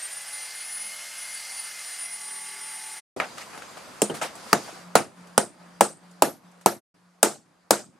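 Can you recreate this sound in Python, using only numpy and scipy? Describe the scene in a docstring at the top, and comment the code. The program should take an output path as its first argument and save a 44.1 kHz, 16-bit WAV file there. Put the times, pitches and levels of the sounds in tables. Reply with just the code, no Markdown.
"""A geared power tool whines inside an open wooden hull; after a short silence a tool is set down
hard, then a hammer drives a steel punch through the frames, among light knocks over quiet yard air.
Three passages are split by two silences. Tool: sines and noise tied to one motor speed.
Strikes and knocks: decaying modes and noise. Yard: coloured noise and a low hum."""
import sys
import numpy as np
from scipy import signal
from scipy.io import wavfile
from scipy.ndimage import uniform_filter1d

SR = 44100
rng = np.random.default_rng(int(sys.argv[2]) if len(sys.argv) > 2 else 0)


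def output_pcm(signal):
    """Save a mono or channel-first signal as 16-bit PCM at the path in sys.argv[1].

    Samples are clipped to [-1, 1] before scaling.
    """
    pcm = np.clip(np.atleast_2d(signal).T, -1, 1) * 32767
    wavfile.write(sys.argv[1], SR, np.round(pcm).astype(np.int16))


N = 352359

# the tool set down hard (first row), then hammer blows: (time [s], level [dB], knock [dB],
# knock pitch [Hz], crack [dB], treble [dB], bass [dB], centre of the steel shimmer [Hz], shimmer [dB])
STRIKES = [(4.018, -5, -19, 800, -10, 9, 9.5, 9100, 10), (4.5297, -0.8, -4, 1300, 3, -2.5, 1.3, 6430, 4),
           (4.9537, 2, 2.5, 800, -2.5, -4, -4, 9650, 4), (5.3783, 0, 3, 750, 0.5, -1, -2.5, 8800, 7.5),
           (5.8086, 0, 6, 800, 4, -0.7, -1.5, 8570, 8), (6.2217, 0, 4, 780, -0.3, -1, -1.5, 11660, 9.5),
           (6.6603, -0.15, 4, 800, 0, -1, -0.5, 11660, 9.5),
           (7.2294, -0.1, -.3, 700, 3, 4, -3.5, 8220, 3.5), (7.7077, -0.9, -1.8, 720, 8, 3, -1, 8050, 4)]
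# audible passages: (start [s], fade begins [s], fade length [s])
PASSAGES = [(0, 2.977, .034), (3.1625, 6.775, .035), (6.941, 9, 1)]


def gain_of(db):
    """Decibels to an amplitude factor."""
    return 10 ** (np.asarray(db) / 20)


def evened(x):
    """Scales to rms 1."""
    return x / np.sqrt(np.mean(x ** 2) + 1e-20)


def read(points, hz):
    """Reads a (Hz, value) table along log frequency."""
    f, value = np.transpose(points)
    return np.interp(np.log(hz + 1), np.log(f + 1), value)


def add(mix, s, sound):
    """Adds a two-channel sound at time s, cut at the end of the mix."""
    part = mix[:, round(s * SR):][:, :sound.shape[1]]
    part += sound[:, :part.shape[1]]


def wander(count, size, length=N):
    """Rows of slow random drift, linear between knots size samples apart."""
    knots = rng.standard_normal((count, length // size + 2))
    at = np.arange(length) / size
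    return np.array([np.interp(at, np.arange(len(k)), k) for k in knots])


def noise(colour_db, count, same, patchy_db, size):
    """Two-channel noise of correlation same; colour_db(Hz, s) sets each short-time spectrum cell."""
    frames = 4 * count // size + 5
    hz = np.fft.rfftfreq(size, 1 / SR)[:, None]
    frame_s = np.arange(frames) * size / 4 / SR
    a, b, c, d, patches = rng.standard_normal((frames, size // 2 + 1, 5)).T
    patches = uniform_filter1d(patches, size=size // 64, axis=0)
    patches = evened(uniform_filter1d(patches, size=8, axis=1))
    mid = a + 1j * b
    side = (c + 1j * d) * np.sqrt((1 - same) / (1 + same))
    cells = gain_of(colour_db(hz, frame_s) + patchy_db * patches)
    spectrum = np.array([mid + side, mid - side]) * cells
    return signal.istft(spectrum, nperseg=size, noverlap=3 * size // 4)[1][:, :count]


def tool():
    """Whine, shaft tones and roar share one motor, which runs up and then sags under load."""
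    # pressure on the work: (time [s], pressure [1 = full])
    pressure = [(1.085, 0), (1.414, .311), (1.896, .542), (2.251, .993), (2.405, 1.066), (3.05, 1.031)]
    # armature tones: (turns multiple, rounded in use, relative level light [dB], loaded [dB])
    armature_tones = [(5, -52, -60), (6, -64.5, -64), (6.93, -59.5, -61), (8.03, -61.5, -67),
                      (10, -56.5, -63), (10.95, -64, -72), (11.98, -58.5, -60.5), (13, -62, -61),
                      (14, -57.5, -60.5), (16.1, -62.5, -69), (17.2, -67, -74), (20, -75, -76),
                      (21.3, -64, -77), (24, -58, -63), (27, -73, -66)]
    # spindle tones: (turns multiple, rounded in use, relative level light [dB], loaded [dB])
    spindle_tones = [(3, -82, -81), (3.83, -82, -78), (5.07, -75, -72), (6.06, -85.5, -78),
                     (7.05, -87.5, -79), (8.16, -82, -80), (8.98, -78.5, -76), (9.96, -85, -70.5),
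                     (10.9, -74, -72.5), (13, -71, -82), (14, -69.5, -79.5), (15, -68.5, -74),
                     (16.81, -67, -72.5), (17.65, -77.5, -71), (18.9, -68, -64.5), (21, -65, -60),
                     (22.04, -72.5, -56.5), (25, -84, -70), (28, -85, -74), (29.06, -69, -61),
                     (43, -60.5, -64), (44.7, -71.5, -63.5), (50, -62.5, -61), (51.3, -56.5, -59.5),
                     (53.3, -70, -59), (54, -75, -59)]
    # whine paths round the hull; they add and cancel as the pitch moves:
    # (delay [ms], lengthening as the tool shifts [ms per s], relative level [dB])
    paths = [(0, 0, 0), (12.2963, -.1294, 9.9), (14.7841, -.0115, 7.3), (20.4868, .2169, -3.5),
             (21.4166, .0582, 1.05)]
    # air and brush roar, before a fixed lift: (time [s], level [dB])
    roar_level = [(0.0, -41.5), (0.08, -42.5), (2.02, -42), (2.08, -44.5), (2.97, -43.5)]
    # roar colour: (frequency [Hz], relative level [dB per Hz])
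    roar_colour = [(35, -49), (60, -50), (193, -19), (256, -39), (448, -16.5), (503, -24), (715, -6.5),
                   (1060, -6), (2090, 9.5), (2300, 0.5), (3670, -5.5), (4860, -4), (9350, -2.5),
                   (13900, -14.5), (16000, -31)]
    # housing resonances: (frequency [Hz], width [Hz], lift [dB])
    casing = [(1940, 730, -8.5), (4970, 400, 4), (7100, 660, -0.5), (8800, 530, -0.5)]
    bars, pinion_teeth, crown_teeth = 23, 5, 51  # commutator bars, reduction gear
    free_hz, short_hz, sag_hz = 9788, 1080, 450  # whine: free, shortfall at 0 s, sag at full load
    run_up_s, run_up_db = .274, -9  # e-fold time; armature tones fainter at 0 s
    whine_db, load_bite = -52.5, 2  # tones change with load to this power

    lead = SR // 20  # computed before 0 s, then cut
    t = np.arange(-lead, round(3.05 * SR)) / SR
    load = np.interp(t, *np.transpose(pressure))
    short = np.exp(-t / run_up_s)
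    jitter, flutter = wander(count=2, size=700, length=len(t))
    whine_hz = (free_hz - short_hz * short - sag_hz * load) * (1 + .0003 * jitter)
    turns = np.cumsum(whine_hz) / bars / SR
    spindle = turns * pinion_teeth / crown_teeth
    spindle_swing = np.cos(2 * np.pi * spindle)  # the spindle runs slightly out of true

    whine = 0
    for ms, drift, db in paths:
        delayed_turns = np.interp(t - (ms + drift * t) / 1000, t, turns)
        whine = whine + gain_of(db) * np.sin(2 * np.pi * bars * delayed_turns)
    whine = whine * gain_of(whine_db + 2.7 * flutter)

    bite = load ** load_bite
    grit = wander(count=1, size=250, length=len(t))[0]
    armature = locked(armature_tones, turns, bite, 3.1, size=1500)
    armature *= gain_of(run_up_db * short + 3 * grit)
    tones = (1 + 0.11 * spindle_swing) * (whine + armature)
    tones += locked(spindle_tones, spindle, bite, 3.0, size=5000)

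    def colour(hz, s):
        bumps = sum(db / (1 + (2 * (hz - f) / w) ** 2) for f, w, db in casing)
        return read(roar_colour, hz) + bumps

    roar = evened(noise(colour, len(t), 1.0, 1.32, size=1024))
    roar *= gain_of(np.interp(t, *np.transpose(roar_level)) + 1.5)
    roar *= 1 + 0.032 * spindle_swing
    return (np.sqrt(2) * tones + roar)[:, lead:]


def locked(table, turns, load, flutter_db, size, step=25):
    """Sines on whole multiples of a shaft, each fluttering alone; a sharp resonance lifts those near it."""
    resonance_hz, half_width_hz, lift_db = 4600, 45, 13
    shaft_hz = np.gradient(turns)[::step] * SR  # levels are set in steps of step samples
    load = load[::step]
    out = np.zeros(len(turns))
    drifts = wander(len(table), size // step, len(load))
    for (k, light, heavy), drift in zip(table, drifts):
        multiple = round(k)
        db = light + (heavy - light) * load + flutter_db * drift
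        db += lift_db / (1 + ((multiple * shaft_hz - resonance_hz) / half_width_hz) ** 2)
        level = np.repeat(gain_of(db), step)[:len(turns)]
        out += level * np.sin(2 * np.pi * multiple * turns + k * k)
    return out


def strike(ring, db, knock_db, knock_hz, crack_db, treble_db, bass_db, shimmer_hz, shimmer_db):
    """Steel crack, a hard short knock, the hull modes and the rattle of the planks."""
    # steel on steel: (frequency [Hz], relative level [dB per Hz])
    crack_colour = [(500, -24.5), (2000, -21.5), (5000, -4.5), (9000, -12), (12500, -12.5), (16000, -13)]
    t = np.arange(round(.45 * SR)) / SR
    middle_db = 1.3 - .4 * knock_db  # a weaker knock leaves more middle in the rattle
    knock_shape = .8 * np.exp(-((t - .0016) / .0015) ** 2)
    knock = knock_shape * np.sin(2 * np.pi * knock_hz * t)
    steel = noise(lambda hz, s: read(crack_colour, hz) + 0 * s, len(t), 0.91, 0, size=256)
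    crack = gain_of(crack_db - 60 * t / 0.012) * evened(steel)
    planks = rattle(treble_db, middle_db, bass_db, ring, 0.65, shimmer_hz, shimmer_db)
    planks = planks * (1 + 3.8 * np.exp(-t / 0.0031))
    wood = gain_of(-22.5) * hull(t, bass_db, ring) + gain_of(knock_db) * knock
    onset = 1 - np.exp(-t / 0.00044)
    return gain_of(db) * onset * (gain_of(-18.0) * planks + wood + gain_of(-9.0) * crack)


def hull(t, bass_db, ring):
    """The same wood modes answer every touch, slightly varied, then the whole frame late and low."""
    # hull modes: (frequency [Hz], relative level [dB], base t60 [s])
    modes = [(209, -2.5, 0.18), (349, 0.5, 0.21), (455, -2.5, 0.2), (523.3, -6, .14), (554, -5, 0.18),
             (648, -5, 0.15), (696, -0.5, 0.16), (825, -6.5, 0.13), (900, -0.5, 0.098), (965, -9.5, 0.11),
             (1220, -7.5, .08), (1264, -4.5, 0.044), (1430, -12, .1)]
    thud_hz, thud_after_s, thud_width_s, thud_db = 348, .0105, .002, 7.3
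    out = 0
    chance = rng.standard_normal((len(modes), 2))
    for k, ((hz, db, t60), (level_chance, pitch_chance)) in enumerate(zip(modes, chance)):
        t60 = ring * np.minimum(t60, np.sqrt(11 / hz))  # higher modes cannot ring long in wood
        db = db + 2.0 * level_chance + read([(300, bass_db), (800, 0.0029)], hz)
        phase = 2 * np.pi * hz * (1 + 0.0027 * pitch_chance) * t + k * k
        out = out + gain_of(db - 60 * t / t60) * np.sin(phase)
    late = t - thud_after_s
    thud = gain_of(thud_db + bass_db - 4.3 * (late / thud_width_s) ** 2)
    thud = thud * np.cos(2 * np.pi * thud_hz * late)
    return out * (1 - np.exp(-t / 0.0022)) + thud


def rattle(treble_db, middle_db, bass_db, ring, same, shimmer_hz=9000, shimmer_db=0):
    """Short modes of planks and steel as noise, each band dying at its own speed, shimmer slower."""
    # rattle colour: (frequency [Hz], relative level [dB per Hz])
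    body = [(24, -64.5), (40, -33.5), (194, -11), (283, -5.5), (354, 1.5), (570, 1), (790, 1),
            (1040, -13.5), (1240, -3.5), (1950, -13), (2500, -16), (3300, -18.5), (8990, -16),
            (14800, -32.5), (16000, -56.5)]
    # decay, before scaling: (frequency [Hz], t60 [s])
    decay = [(100, 1), (260, 0.17), (700, 0.19), (1840, 0.17), (4850, 0.21), (12800, 0.17)]
    tilt = [(200, bass_db), (800, 0.0013), (2500, middle_db), (6000, treble_db)]

    def colour(hz, s):
        shimmer = shimmer_db / (1 + ((hz - shimmer_hz) / 1200) ** 2)
        t60 = ring * read(decay, hz) * (1 + 0.036 * shimmer)
        return read(body, hz) + read(tilt, hz) + shimmer - 60 * s / t60

    x = noise(colour, round(.45 * SR), same, 2.5, size=256)
    return x / np.sqrt(np.mean(x[:, :400] ** 2))  # the first 400 samples set the level


def bump(db, treble_db, middle_db, rise_s):
    """A light touch sets the rattle and the hull going, without a crack; a slow rise is a scrape."""
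    t = np.arange(round(.45 * SR)) / SR
    bass_db = -4.5 - 13.5 * np.tanh((middle_db - 1.8) / 2)  # dull touches are bassy, hard ones thin
    ring = 1.224 + 0.011 * db  # soft touches die sooner
    wood = rattle(treble_db, middle_db, bass_db, ring, 0.64) + gain_of(-15) * hull(t, bass_db, ring)
    onset = 1 - np.exp(-t / max(rise_s, 1e-4))
    return gain_of(db) * onset * (1 + 1.3 * np.exp(-t / 0.0024)) * wood


def punch(hz, db, t60):
    """One mode of the steel rod, softly started."""
    t = np.arange(round(t60 * SR)) / SR
    level = gain_of(db - 60 * t / t60) * (1 - np.exp(-t / 0.0021))
    return np.tile(level * np.sin(2 * np.pi * hz * t), (2, 1))


def yard():
    """Wide, slightly patchy outdoor air and a low hum, heard with brief level dips after strikes."""
    # levels outside the dips: (time [s], air [dB], air treble [dB], hum [dB])
    levels = [(3.16, -44.5, 3.5, -69), (4.3, -45, -0.2, -68), (4.65, -42, 8, -59), (4.9, -49, -2.7, -48.5),
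              (6.78, -58.5, -1, -55), (6.94, -63.5, -0.5, -61), (7.4, -62.5, -2.5, -65.5),
              (7.99, -63, -3, -68)]
    # air colour: (frequency [Hz], relative level [dB per Hz])
    air_colour = [(15, -58), (25, -38.5), (48, -31.5), (120, -16.5), (200, -11.5), (427, -14.5),
                  (516, -11.5), (1190, -12), (2840, -23), (9570, -27.5), (14000, -41.5), (16000, -68)]
    hum_hz = 177  # centre of a slight drift
    hold_s, return_s, air_dip_db, hum_dip_db = .2, .03, -4, -13  # full depths
    t = np.arange(N) / SR
    s, air_db, treble_db, hum_db = np.transpose(levels)

    dip = 0
    for strike_s, _, knock_db, *_ in STRIKES:
        depth = min(gain_of(knock_db), 1)
        dip = dip + (t > strike_s) * depth * np.clip(1 + (strike_s + hold_s - t) / return_s, 0, 1)

    def colour(hz, at):
        hiss_db = 5 / (1 + ((hz - 4800) / 200) ** 2)  # a faint narrow hiss
        treble = np.interp(at, s, treble_db) * read([(1500, 0.041), (5000, 0.98)], hz)
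        return read(air_colour, hz) + hiss_db + treble

    air = evened(noise(colour, N, 0.52, 1.3, size=1024))
    drift, waver = wander(count=2, size=2500)
    hum = np.sin(2 * np.pi * np.cumsum(hum_hz + 1.0 * drift) / SR)
    air *= gain_of(np.interp(t, s, air_db) + air_dip_db * dip)
    hum *= gain_of(np.interp(t, s, hum_db) + hum_dip_db * dip + 2.6 * waver)
    return (air + hum) * (t > PASSAGES[1][0])


def scene():
    """Sums the sources; the struck sounds are high-passed, so they carry little deep bass."""
    # tools laid on, bumped or dragged along the wood:
    # (time [s], level [dB], treble [dB], middle [dB], rise [s])
    touches = [(3.163, -32.5, -15, -25, 0.0011), (3.2, -22, -14.5, 6.5, 0.00032),
               (3.373, -45.5, 0, 10, .0008), (3.381, -37.5, 9, 16, 0.00078), (3.405, -37.5, 11, 21, 0.0065),
               (3.53, -38, -21, 5, 0.0081), (3.553, -49.5, 1, 6, .0006), (3.576, -42.5, 0.5, 4, 0.00042),
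               (3.62, -41.5, 2, 15, 0.0009), (3.768, -39, -1.5, 5, .0035), (4.097, -24.5, -9, -3, 0.0027),
               (4.14, -27.5, 5, 7, 0.015), (4.213, -17.5, 0.3, 7.5, 0.011), (4.352, -42, 5, 5.5, 0.0023),
               (4.465, -39.5, -5, 2.5, .008), (4.675, -38, -13.5, 3.5, 0.0058),
               (4.722, -46.5, 2.5, -2, 0.0016), (5.27, -54.5, 5.5, 1.5, 0.0023), (6.112, -58, 8, 4, 0.0011),
               (6.514, -63.5, 13, 4.5, 0.0022), (6.611, -54, 7, 4.5, .001)]
    # short steel rings of the punch: (time [s], frequency [Hz], level [dB], t60 [s])
    steel_rings = [(4.035, 6850, -39, 0.19), (4.097, 3100, -26, 0.035), (4.098, 2860, -30, 0.045),
                   (4.375, 4100, -59.5, .3)]
    struck = np.zeros((2, N))
    for k, (s, *row) in enumerate(STRIKES):
        add(struck, s, strike(0.96 + .035 * k, *row))  # each strike rings a little longer than the last
    for s, *row in touches:
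        add(struck, s, bump(*row))
    for s, *row in steel_rings:
        add(struck, s, punch(*row))
    high_pass = signal.butter(4, 130, "high", fs=SR, output="sos")
    mix = yard() + signal.sosfilt(high_pass, struck)
    add(mix, 0, tool())
    return mix


def record(dry):
    """Flattens peaks towards full scale, gates the passages with short ramps, then low-passes."""
    edge_hz = 15900
    t = np.arange(N) / SR
    gate = 0
    for start_s, fade_at_s, fade_s in PASSAGES:
        opening = np.clip((t - start_s) / 0.0033 + (start_s == 0), 0, 1)  # no ramp at 0 s
        closing = np.cos(np.pi / 2 * np.clip((t - fade_at_s) / fade_s, 0, 1)) ** 2
        gate = gate + opening * closing
    held = dry / (1 + abs(dry) ** 4) ** .25
    low_pass = signal.firwin(511, edge_hz, window=("kaiser", 9), fs=SR)
    return signal.oaconvolve(held * gate, low_pass[None], "same")


dry = scene()
out = record(dry)
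output_pcm(out)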